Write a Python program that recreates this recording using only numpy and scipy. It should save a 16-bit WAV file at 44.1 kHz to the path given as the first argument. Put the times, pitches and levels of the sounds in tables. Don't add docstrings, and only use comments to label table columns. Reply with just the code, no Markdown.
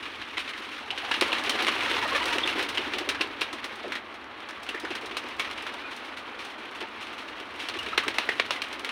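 import sys
import numpy as np
from scipy import signal
from scipy.fft import rfft, irfft
from scipy.io import wavfile

SR = 44100
rng = np.random.default_rng(int(sys.argv[2]) if len(sys.argv) > 2 else 0)


def generate_wav(signal):
    frames = np.transpose(np.atleast_2d(signal))
    scaled = np.clip(frames, -1, 1) * 32767
    pcm = np.round(scaled).astype(np.int16)
    wavfile.write(sys.argv[1], SR, pcm)


def field_ratio(decibels):
    return 10 ** (np.asarray(decibels, dtype=float) / 20)


N = 392931


def rms_one(x):
    return x / np.sqrt(np.mean(x ** 2) + 1e-20)


def in_time(rows):
    s, *columns = np.transpose(rows)
    return [np.interp(np.arange(N) / SR, s, c) for c in columns]


def band(x, low_hz, high_hz, order=2):
    return signal.sosfilt(signal.butter(order, [low_hz, high_hz], "band", fs=SR, output="sos"), x)


def coloured(x, points, size=8192):
    hz = np.maximum(np.arange(size // 2 + 1) * SR / size, 1)
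    point_hz, point_db = np.array(points)[:, 0], np.array(points)[:, 1]
    log_gain = np.log(field_ratio(np.interp(np.log(hz), np.log(point_hz), point_db)))
    cepstrum = irfft(log_gain)
    cepstrum[1:size // 2] *= 2
    cepstrum[size // 2 + 1:] = 0
    response = irfft(np.exp(rfft(cepstrum)))
    response = response.reshape((1,) * (x.ndim - 1) + (-1,))
    return signal.fftconvolve(x, response, axes=-1)[..., :x.shape[-1]]


def drift(rate_hz):
    r = np.exp(-80 * np.pi * rate_hz / SR)
    slow = signal.lfilter([1], [1, -2 * r, r * r], rng.standard_normal(N // 40 + 2002))[2000:]
    return np.interp(np.arange(N) / 40, np.arange(len(slow)), rms_one(slow))


def resonance(x, hz, width_hz):
    r = np.exp(-np.pi * width_hz / SR)
    poles = [1, -2 * r * np.cos(2 * np.pi * hz / SR), r * r]
    return signal.lfilter([(1 - r * r) / 2, 0, (r * r - 1) / 2], poles, x)


def add(out, s, sound):
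    at = round(s * SR)
    out[at:at + len(sound)] += sound[:N - at]


# frequency in Hz, density in dB per Hz.
PLUMAGE_TONE = [(110, -65), (190, -9.5), (233, -2.5), (302, 1.5), (671, -5), (1010, 1.5), (1550, 1.5),
                (2800, 3.5), (4050, -2), (4790, -10.5), (5460, -11), (7340, -22.5), (9340, -19),
                (12300, -31.5), (16000, -31)]


def plumage(x):
    return coloured(x, PLUMAGE_TONE)


# time in seconds, rush in dB, nearness in dB.
FLOCK_EFFORT = [(0.0, -38.5, 0.5), (0.79, -37, 3), (0.97, -37, 2.5), (1.29, -29, 1), (2.21, -28.5, 0.5),
                (3.38, -37.5, -1.5), (3.8, -37.5, 1), (4.0, -40.5, -1), (4.27, -41.5, -1.5),
                (4.57, -40.5, 1.5), (4.86, -38.5, -1), (5.58, -36, 0), (6.16, -40, -1.5), (7.62, -39, -0.5),
                (7.84, -37, 1), (8.22, -34.5, 0), (8.61, -38.5, -2), (8.91, -36, -1)]
CALM_DB = -39
# low edge in Hz, high edge in Hz, centre in Hz.
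RUSH_ZONES = [
    (190, 800, 390),
    (800, 4500, 1900),
    (4500, 16000, 7000),
]


def rush():
    mid_db, near_db = in_time(FLOCK_EFFORT)
    effort_db = mid_db - CALM_DB
    thrust_db = -46.5 + effort_db - 0.68 * near_db
    hiss_db = -59 + 1.44 * effort_db + near_db
    slips = rng.random((2, N)) < 500 / SR
    rustle = slips * field_ratio(4.4 * np.minimum(rng.exponential(1, (2, N)), 3.5))
    white = rng.standard_normal((2, N)) * (1 + 1.34 * signal.lfilter([.2], [1, -.9], rustle))
    white = plumage(white)
    beats = np.minimum(drift(38), 1.2)
    zone_db = []
    for level_db, (low, high, _) in zip([thrust_db, mid_db, hiss_db], RUSH_ZONES):
        power = np.mean(band(white[0], low, high, order=4) ** 2)
        zone_db.append(level_db - 10 * np.log10(power))
    log_centres = np.log(np.array(RUSH_ZONES)[:, 2])
    out, edges = 0, np.geomspace(190, 17000, 15)
    for k in range(14):
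        place = np.interp(np.log(edges[k] * edges[k + 1]) / 2, log_centres, [0, 1, 2])
        level_db = sum(max(0, 1 - abs(place - zone)) * zone_db[zone] for zone in range(3))
        flutter_db = (0.5 + 0.18 * k) * beats + 1.03 * np.clip(drift(42.0), -3, 1.8)
        out = out + field_ratio(level_db - 2.0 + flutter_db) * band(white[k % 2], *edges[k:k + 2])
    return out


def quills():
    per_second, cycles = 300, 11
    born = (rng.random(N) < per_second / SR) * rng.standard_normal(N)
    pitches, dealt = np.geomspace(550, 2200, 12), rng.integers(0, 12, N)
    buzz = 0
    for k, hz in enumerate(pitches):
        struck = born * (dealt == k) + 1e-18
        buzz = buzz + resonance(resonance(struck, hz, hz / cycles), hz, hz / cycles)
    return field_ratio(-60 + 2.0 * (in_time(FLOCK_EFFORT)[0] - CALM_DB)) * rms_one(buzz)


# frequency in Hz, density in dB per Hz.
TOWN_TONE = [(110, -42.5), (190, -7), (318, -1.5), (351, -8.5), (737, -3.5), (1000, -4), (1180, -1.5),
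             (2400, -15), (9000, -59), (11700, -96), (19800, -120)]


def town():
    return field_ratio(-45.5) * rms_one(coloured(rng.standard_normal(N), TOWN_TONE))


# time in seconds, level in dB.
RUMBLE_SWELL = [(0.0, -60), (0.62, -62), (2.01, -52), (4.52, -64), (5.53, -57), (5.73, -64.5),
                (7.67, -62.5), (7.82, -55), (8.91, -64)]
# frequency in Hz, density in dB per Hz.
RUMBLE_TONE = [(13, -40), (22, -27), (59, -4), (81, -3.5), (124, -5.5), (156, -12), (165, -2), (210, -41),
               (360, -120)]


def rumble():
    deep = coloured(rng.standard_normal(N), RUMBLE_TONE + [(230, -44.0)])
    return field_ratio(in_time(RUMBLE_SWELL)[0]) * rms_one(deep)


def claps(rows, size=6000):
    out, t = np.zeros(N), np.arange(size) / SR
    noise, tips = rng.standard_normal((len(rows), 2, size)), rng.random((len(rows), 8))
    shapes = np.zeros((len(rows), size))
    for k, (s, peak_db, ring_hz, snap_db, swish_db, ring_db) in enumerate(rows):
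        tip_at = (tips[k, :4] * .005 * SR * [0, 1, 1, 1]).astype(int)
        cracks = np.zeros(size)
        cracks[tip_at] = field_ratio(-(1.5 + 11 * tips[k, 4:]) * [0, 1, 1, 1])
        swish = noise[k, 0] * field_ratio(swish_db - 10.0) * np.exp(-t / 0.02) * (1 - np.exp(-t / 0.00029))
        source = cracks + swish + 0.2 * noise[k, 1] * np.exp(-t / 0.0014)
        ring = resonance(source, ring_hz, 3000)
        ring = ring + field_ratio(ring_db) * resonance(source - 0.18 * swish, ring_hz, 280)
        snap = band(source - swish * (1 - np.exp(-t / 0.051)), 3600, 17000)
        shapes[k] = band(source, 220, 6200, order=1) + 0.53 * ring + field_ratio(snap_db + 21.5) * snap
    shapes = plumage(shapes)
    shapes /= np.abs(band(shapes, 1860, 13000)[:, :400]).max(axis=1, keepdims=True)
    for row, shape in zip(rows, shapes):
        add(out, row[0], field_ratio(row[1] - 2.0) * shape)
    return out


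# start in seconds, peak in dB, ring of the cupped wing in Hz, snap in dB.
FLOCK_CLAPS = [(0.0277, -28, 2810, -20), (0.0547, -24, 2290, -48), (0.2148, -27, 2820, -30),
               (0.477, -23, 2470, -36), (0.977, -18.5, 3020, -44), (1.047, -23.5, 1640, -44),
               (1.1136, -14, 1720, -27), (1.14, -16, 2780, -33), (1.2112, -5.5, 2760, -13.5),
               (1.224, -10, 940, -30), (1.3292, -10, 2700, -30), (1.495, -10.5, 3160, -12.5),
               (1.5503, -24, 2070, -34), (1.5899, -20, 1380, -36), (1.8067, -18, 2100, -25),
               (1.86, -20.5, 1910, -26), (2.018, -31, 1910, -35), (2.149, -19, 2800, -22),
               (2.163, -15, 2360, -14), (2.282, -18, 1010, -23), (2.3266, -21, 940, -20),
               (2.388, -31, 2810, -23), (2.5939, -17, 1610, -21), (2.6266, -19, 2000, -14),
               (2.6891, -22, 2090, -13), (2.7486, -21, 2950, -20), (2.9359, -18, 2800, -28),
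               (1.6022, -19, 2280, -30), (1.6905, -21, 2900, -31)]
# start in seconds, peak in dB, ring in Hz, snap in dB, ring level in dB.
WIRE_KNOCKS = [(0.3705, -21, 2060, -42, 16.5), (0.535, -24, 2030, -34, 18), (0.905, -14.5, 2870, -45, 19),
               (1.375, -28, 2800, -35, 19), (1.668, -13.5, 2030, -19, 16), (1.6793, -15, 2940, -18, 17),
               (1.9406, -15.5, 2700, -35, 21), (2.4334, -36, 3440, -39, 22), (2.475, -14, 2900, -17, 18),
               (2.774, -13, 2870, -36, 13), (3.148, -25, 1610, -30, 14), (3.9211, -19, 2000, -21, 13),
               (4.746, -24, 1810, -18, 21), (4.774, -30, 1960, -27, 23), (4.849, -25, 1630, -20, 20),
               (5.578, -25, 2620, -25, 8), (7.788, -22, 2900, -13, 21), (8.035, -24.5, 1310, -20, 21),
               (8.2901, -10.5, 1930, -21, 21), (8.562, -25, 2020, -23, 14)]
# start in seconds, peak in dB, ring in Hz, snap in dB.
TIP_TICKS = [(1.6478, -12.5, 1110, -24), (1.684, -11, 1220, -20), (1.7824, -30, 2030, -26),
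             (1.834, -17, 2490, -17), (1.9144, -15, 1940, -25), (1.968, -14, 1070, -30),
             (2.0265, -20, 1750, -30), (2.384, -10.5, 2840, -20), (2.528, -26, 2090, -16),
             (2.7795, -16.5, 2820, -35), (2.8167, -33, 3050, -22), (3.093, -20, 2250, -20),
             (3.0984, -17, 2730, -20), (3.2116, -25, 2900, -22), (4.6654, -28, 1570, -26),
             (4.6904, -21, 2830, -20), (5.169, -15.5, 2630, -24), (8.0833, -20, 2370, -25),
             (8.1845, -15, 2700, -25), (8.2932, -19, 2240, -19), (8.463, -26, 1540, -20),
             (8.5189, -27, 3450, -22), (8.6202, -19, 2550, -27)]
# start in seconds, peak in dB, ring in Hz, snap in dB.
STRAGGLER_CLAPS = [(2.984, -19, 3530, -16), (3.09, -10, 2240, -14.5), (3.2099, -11.5, 2820, -21.5),
                   (3.4117, -27, 2300, -14), (3.4163, -17.5, 2450, -25), (3.529, -25.5, 1230, -15),
                   (3.6425, -20, 1620, -15), (3.9533, -21, 1830, -23), (4.141, -33.5, 3200, -19),
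                   (4.4876, -30, 1590, -15), (4.6896, -23, 2910, -16), (4.9049, -25, 3140, -20),
                   (4.952, -22.5, 1720, -16), (5.0585, -29.5, 1150, -9), (5.111, -27, 2180, -25),
                   (5.1706, -20, 2730, -12), (5.396, -16.5, 2260, -15), (5.446, -23.5, 1880, -30),
                   (5.499, -30, 1180, -29), (5.666, -22.5, 1680, -23), (6.805, -27, 2830, -19),
                   (7.403, -35, 2570, -29), (4.9125, -27, 2500, -28), (4.962, -39, 1900, -26)]
# start in seconds, peak in dB, ring in Hz, snap in dB.
LAST_BIRD_CLAPS = [(7.601, -24.5, 3000, -31), (7.655, -27, 3000, -39), (7.6869, -18, 3200, -15),
                   (7.7407, -24, 2440, -26), (7.829, -27, 3020, -13), (7.8625, -24, 1900, -24),
                   (7.979, -6, 1700, -22), (7.981, -16, 2930, -28), (8.081, -12.5, 2420, -17),
                   (8.1843, -9, 2800, -20.5), (8.381, -36, 2760, -29), (8.3978, -7, 2160, -26),
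                   (8.5073, -10, 3500, -26), (8.619, -13, 2540, -11.5), (8.728, -21, 1970, -15),
                   (8.847, -18, 2250, -16), (8.891, -19, 2620, -22), (7.696, -34, 3520, -33),
                   (7.887, -23, 2400, -24)]
SWISH_AFTER = {"flock": -7.5, "stragglers": -4.5, "last": -12, "knocks": -7.5, "ticks": -21}


def wing_contacts():
    groups = [FLOCK_CLAPS, STRAGGLER_CLAPS, LAST_BIRD_CLAPS, WIRE_KNOCKS, TIP_TICKS]
    contacts = []
    for rows, group_db in zip(groups, SWISH_AFTER.values()):
        for s, peak_db, hz, snap_db, *ring in rows:
            swish_db = group_db - 0.53 * (peak_db + 15)
            ring_db = ring[0] if ring else 6.5
            contacts.append((s, peak_db, hz, snap_db, swish_db, ring_db))
    return claps(contacts)


# delay in seconds, level in dB.
WALL_SLAPS = [
    (.0045, -22),
    (.012, -31),
    (.022, -6.5),
    (.033, -22),
    (0.049, -15),
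]


def walls():
    response, t = np.zeros(4000), np.arange(4000) / SR
    for (delay, level_db), noise in zip(WALL_SLAPS, rng.standard_normal((len(WALL_SLAPS), 4000))):
        smear = noise * np.exp(-np.maximum(t - delay, 0) / 0.0028) * (t >= delay)
        response += field_ratio(level_db) * smear / np.linalg.norm(smear)
    return response


# start in seconds, peak in dB, length in seconds.
LOFT_SWISHES = [(0.146, -26, 0.018), (0.576, -19, 0.0099), (5.908, -25.5, 0.047), (6.044, -27.5, 0.046),
                (6.168, -22.5, 0.028), (6.386, -25, 0.072), (6.498, -27.5, 0.029), (6.748, -24.5, 0.027),
                (7.006, -24, 0.032), (7.053, -38, 0.016), (7.126, -26, 0.026), (7.178, -24.5, 0.043),
                (7.279, -24, 0.018), (8.45, -25, 0.023), (0.035, -28, 0.014), (0.388, -17, 0.023),
                (0.489, -18, 0.015), (7.022, -24, 0.021), (7.064, -27, 0.02), (7.397, -24, 0.012),
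                (7.591, -22, 0.069), (8.517, -19.5, 0.034), (8.635, -20, 0.019), (8.14, -21, 0.026),
                (1.893, -15, 0.036), (2.326, -14, 0.025), (2.49, -15, 0.018), (2.581, -15, 0.027),
                (5.012, -27, 0.03), (6.58, -30, 0.033), (8.31, -25, 0.04), (8.704, -34, 0.03)]


def swishes(size=6000):
    out, t = np.zeros(N), np.arange(size) / SR
    white = rng.standard_normal((len(LOFT_SWISHES), size))
    air = plumage(band(white, 1000, 21000, order=1))
    air = air + field_ratio(-37.0) * band(air, 4000, 22000)
    for (s, peak_db, length), sound in zip(LOFT_SWISHES, air):
        stroke = np.exp(-t / max(length, .005)) * (1 - np.exp(-t / 0.0032))
        add(out, s, field_ratio(peak_db - 12) * rms_one(sound) * stroke)
    return out


# start in seconds, peak in dB, ring in Hz, snap in dB.
TIP_CRACKS = [(1.1655, -30, 4500, -12), (1.3195, -15, 2900, -28), (1.3974, -26, 2570, -28),
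              (1.438, -22, 3000, -12), (1.8818, -26, 1330, -30), (2.241, -18, 2890, -26),
              (2.23, -18, 2000, -30), (2.334, -17, 1210, -28), (2.879, -28, 1070, -28),
              (2.9857, -19, 5100, -18), (3.094, -15, 5300, -24), (3.2125, -16, 4900, -28),
              (3.4133, -19, 1800, -28), (3.4168, -11, 2750, -28), (5.3982, -16, 1250, -30),
              (5.4017, -20, 3100, -28), (5.4062, -23, 2300, -28), (5.512, -25, 1200, -19),
              (6.8142, -24, 2000, -28), (7.6883, -20, 4300, -27), (7.698, -23, 4160, -28),
              (7.7705, -28, 1010, -24), (7.9768, -9, 4200, -26), (7.9815, -11, 4100, -28),
              (7.99, -19, 2000, -30), (8.1858, -14, 4300, -24), (8.1975, -22, 3000, -18),
              (8.4004, -17.5, 4200, -32), (8.5084, -19, 5600, -22), (8.5125, -23, 3500, -26),
              (8.623, -24, 2490, -16), (0.981, -22, 4600, -20), (0.911, -19, 4000, -22),
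              (4.509, -27, 1800, -18), (4.404, -33, 3200, -18), (4.243, -36, 3000, -18),
              (1.607, -18, 2300, -26), (1.6905, -15, 2900, -28), (7.0035, -29, 2600, -30),
              (7.028, -28, 2800, -24), (7.4015, -27, 2900, -24), (8.0855, -17, 2400, -26),
              (0.376, -19, 2300, -36), (0.381, -17, 2900, -36), (0.288, -33, 3000, -15),
              (0.718, -33, 2600, -17), (2.7815, -14, 3000, -34), (7.07, -29, 2700, -32),
              (6.826, -25, 1500, -36), (3.219, -19, 1500, -32)]


def tip_cracks():
    swish_db, ring_db = -19.5, 10
    return claps([(*row, swish_db, ring_db) for row in TIP_CRACKS])


# start in
# seconds, peak in dB.
MORE_DOWNSTROKES = [(2.783, -25), (3.239, -26.5), (4.902, -27), (5.095, -37), (7.396, -32), (7.748, -29),
                    (4.688, -36), (4.74, -31), (4.956, -36), (5.004, -32), (5.115, -34), (5.235, -32),
                    (2.86, -26.5), (2.93, -29.5), (2.96, -27), (3.29, -33), (3.53, -29), (0.6, -37), (0.875, -39),
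                    (2.62, -31)]
# start in seconds, peak in dB,
# centre in Hz, length in seconds.
DOWNSTROKES = [(1.163, -33, 280, 0.036), (1.217, -13.5, 345, 0.013), (1.542, -24, 383, 0.016),
               (1.607, -27, 292, 0.061), (1.679, -17, 320, 0.0068), (1.834, -29, 473, 0.014),
               (1.936, -26, 396, 0.024), (2.05, -24, 595, 0.013), (2.122, -25.5, 457, 0.032),
               (2.24, -27, 563, 0.023), (2.345, -23, 390, 0.028), (2.379, -18, 366, 0.012),
               (2.448, -25.5, 334, 0.017), (2.546, -24, 344, 0.076), (3, -25, 346, 0.035),
               (3.072, -22, 380, 0.028), (3.204, -21.5, 320, 0.016), (3.837, -28, 620, 0.025),
               (3.845, -28, 300, 0.05), (4.83, -25, 340, 0.023), (5.029, -26, 390, 0.024),
               (5.392, -27, 360, 0.011), (6.81, -25, 360, 0.026), (7.864, -28, 395, 0.016),
               (7.977, -44, 700, 0.0088), (8.064, -23, 320, 0.028), (8.183, -27, 644, 0.018),
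               (8.2885, -14, 480, 0.0036), (8.396, -11, 680, 0.0036), (8.502, -25.5, 540, 0.014),
               (0.805, -34.5, 825, 0.057), (0.91, -32, 800, 0.051), (1.02, -31, 790, 0.057),
               (1.05, -28, 1050, 0.015), (1.11, -19, 950, 0.0087)]


def thumps(size=6000):
    out, t = np.zeros(N), np.arange(size) / SR
    puff_hz, puff_s = 340, 0.029
    rows = DOWNSTROKES + [(s, peak_db, puff_hz, puff_s) for s, peak_db in MORE_DOWNSTROKES]
    for (s, peak_db, hz, length), noise in zip(rows, rng.standard_normal((len(rows), size))):
        puff = resonance(band(noise, 157, 2400), hz, 122)
        stroke = t / max(length, .004) * 2.88
        add(out, s, field_ratio(peak_db - 9.0) * rms_one(puff) * stroke * np.exp(1 - stroke))
    return out


# start in seconds, length in seconds, start pitch in Hz, end pitch in Hz, level in dB.
SHORT_TONES = [(1.576, 0.065, 739, 731, -39), (2.015, 0.032, 1090, 850, -32),
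               (2.11, 0.03, 1060, 1110, -31), (2.082, 0.02, 1260, 1320, -36),
               (2.148, 0.028, 620, 550, -32), (2.05, 0.02, 640, 600, -35),
               (2.172, 0.02, 1230, 1190, -36), (2.008, 0.02, 1880, 1920, -36),
               (2.202, 0.032, 930, 1020, -31.5), (2.304, 0.043, 958, 946, -34.5),
               (2.431, 0.018, 3290, 3260, -30), (2.431, 0.019, 3550, 3530, -28),
               (5.826, 0.065, 2455, 2440, -43), (5.84, 0.09, 1470, 1474, -47),
               (6.812, 0.05, 870, 910, -41), (7.929, 0.012, 1280, 1310, -30),
               (4.825, 0.04, 5100, 4900, -55), (4.55, 0.056, 1150, 1134, -49)]


def short_tones():
    out, wobble = np.zeros(N), 1 + .004 * drift(90)
    for s, length, start_hz, end_hz, level_db in SHORT_TONES:
        over_db = -10.5 - 21.5 * np.log2(start_hz / 1000)
        part = np.linspace(0, 1, round(length * SR))
        hz = (start_hz + (end_hz - start_hz) * part) * wobble[round(s * SR):][:len(part)]
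        phase = 2 * np.pi * np.cumsum(hz) / SR
        tone = np.sin(phase) + field_ratio(over_db) * (np.sin(2 * phase) + np.sin(3 * phase))
        add(out, s, field_ratio(level_db + 4.5) * tone * np.sin(np.pi * part) ** 0.94)
    flutter_db = 2.5 * np.clip(drift(120), -3, 1) - 1
    return band(out * field_ratio(flutter_db), 230, 12000)


# start in seconds, peak in dB.
TIP_BRUSHES = [(1.623, -27.5), (2.0433, -49), (2.0772, -34), (2.2557, -26.5), (3.272, -44), (3.756, -41.5),
               (3.88, -44), (4.631, -41.5), (4.799, -36), (5.286, -43), (5.5117, -40), (5.739, -41),
               (5.964, -42), (6.449, -42), (7.54, -47), (8.3549, -49), (8.6836, -40), (8.7944, -36),
               (8.037, -41), (8.141, -42), (8.252, -45), (8.37, -47), (7.399, -48), (7.469, -58),
               (7.491, -49), (6.585, -54), (6.653, -47), (6.712, -48), (6.885, -51), (5.012, -46),
               (3.41, -29), (5.239, -46), (5.366, -47), (5.623, -40), (6.299, -56), (7.131, -53),
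               (7.56, -46), (7.625, -47)]


def brushes(size=3000):
    out, t = np.zeros(N), np.arange(size) / SR
    fade = np.exp(-t / 0.0031) + 0.5 * np.exp(-t / 0.026)
    fizz = rng.standard_normal((len(TIP_BRUSHES), size)) * fade
    for (s, peak_db), sound in zip(TIP_BRUSHES, plumage(band(fizz, 5200, 22000))):
        add(out, s, field_ratio(peak_db + 6.5) * sound / np.abs(sound).max())
    return out


def loft_front(bed):
    hollow = np.interp(np.arange(N) / SR, (.85, 1.15), [0.45, 0])
    return bed - hollow * resonance(bed, 593, 500)


def scene():
    bed = loft_front(rush() + town() + quills())
    near = wing_contacts() + tip_cracks() + short_tones() + brushes()
    echoes = signal.fftconvolve(band(near, 310, 5000, order=1), walls())[:N]
    air = band(thumps(), 200, 2900) + swishes() + rumble()
    return (near + field_ratio(-10) * echoes + air + bed)[None]


def top_cut(x):
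    return signal.sosfilt(signal.butter(12, 16830, fs=SR, output="sos"), x)


def record(dry):
    notched = dry - resonance(dry, 169.4, 50)
    steep = signal.ellip(12, .5, 70, 15800, fs=SR, output="sos")
    mix = signal.sosfilt(steep, notched) + field_ratio(-38) * notched
    return top_cut(mix)


dry = scene()
out = record(dry)
generate_wav(out)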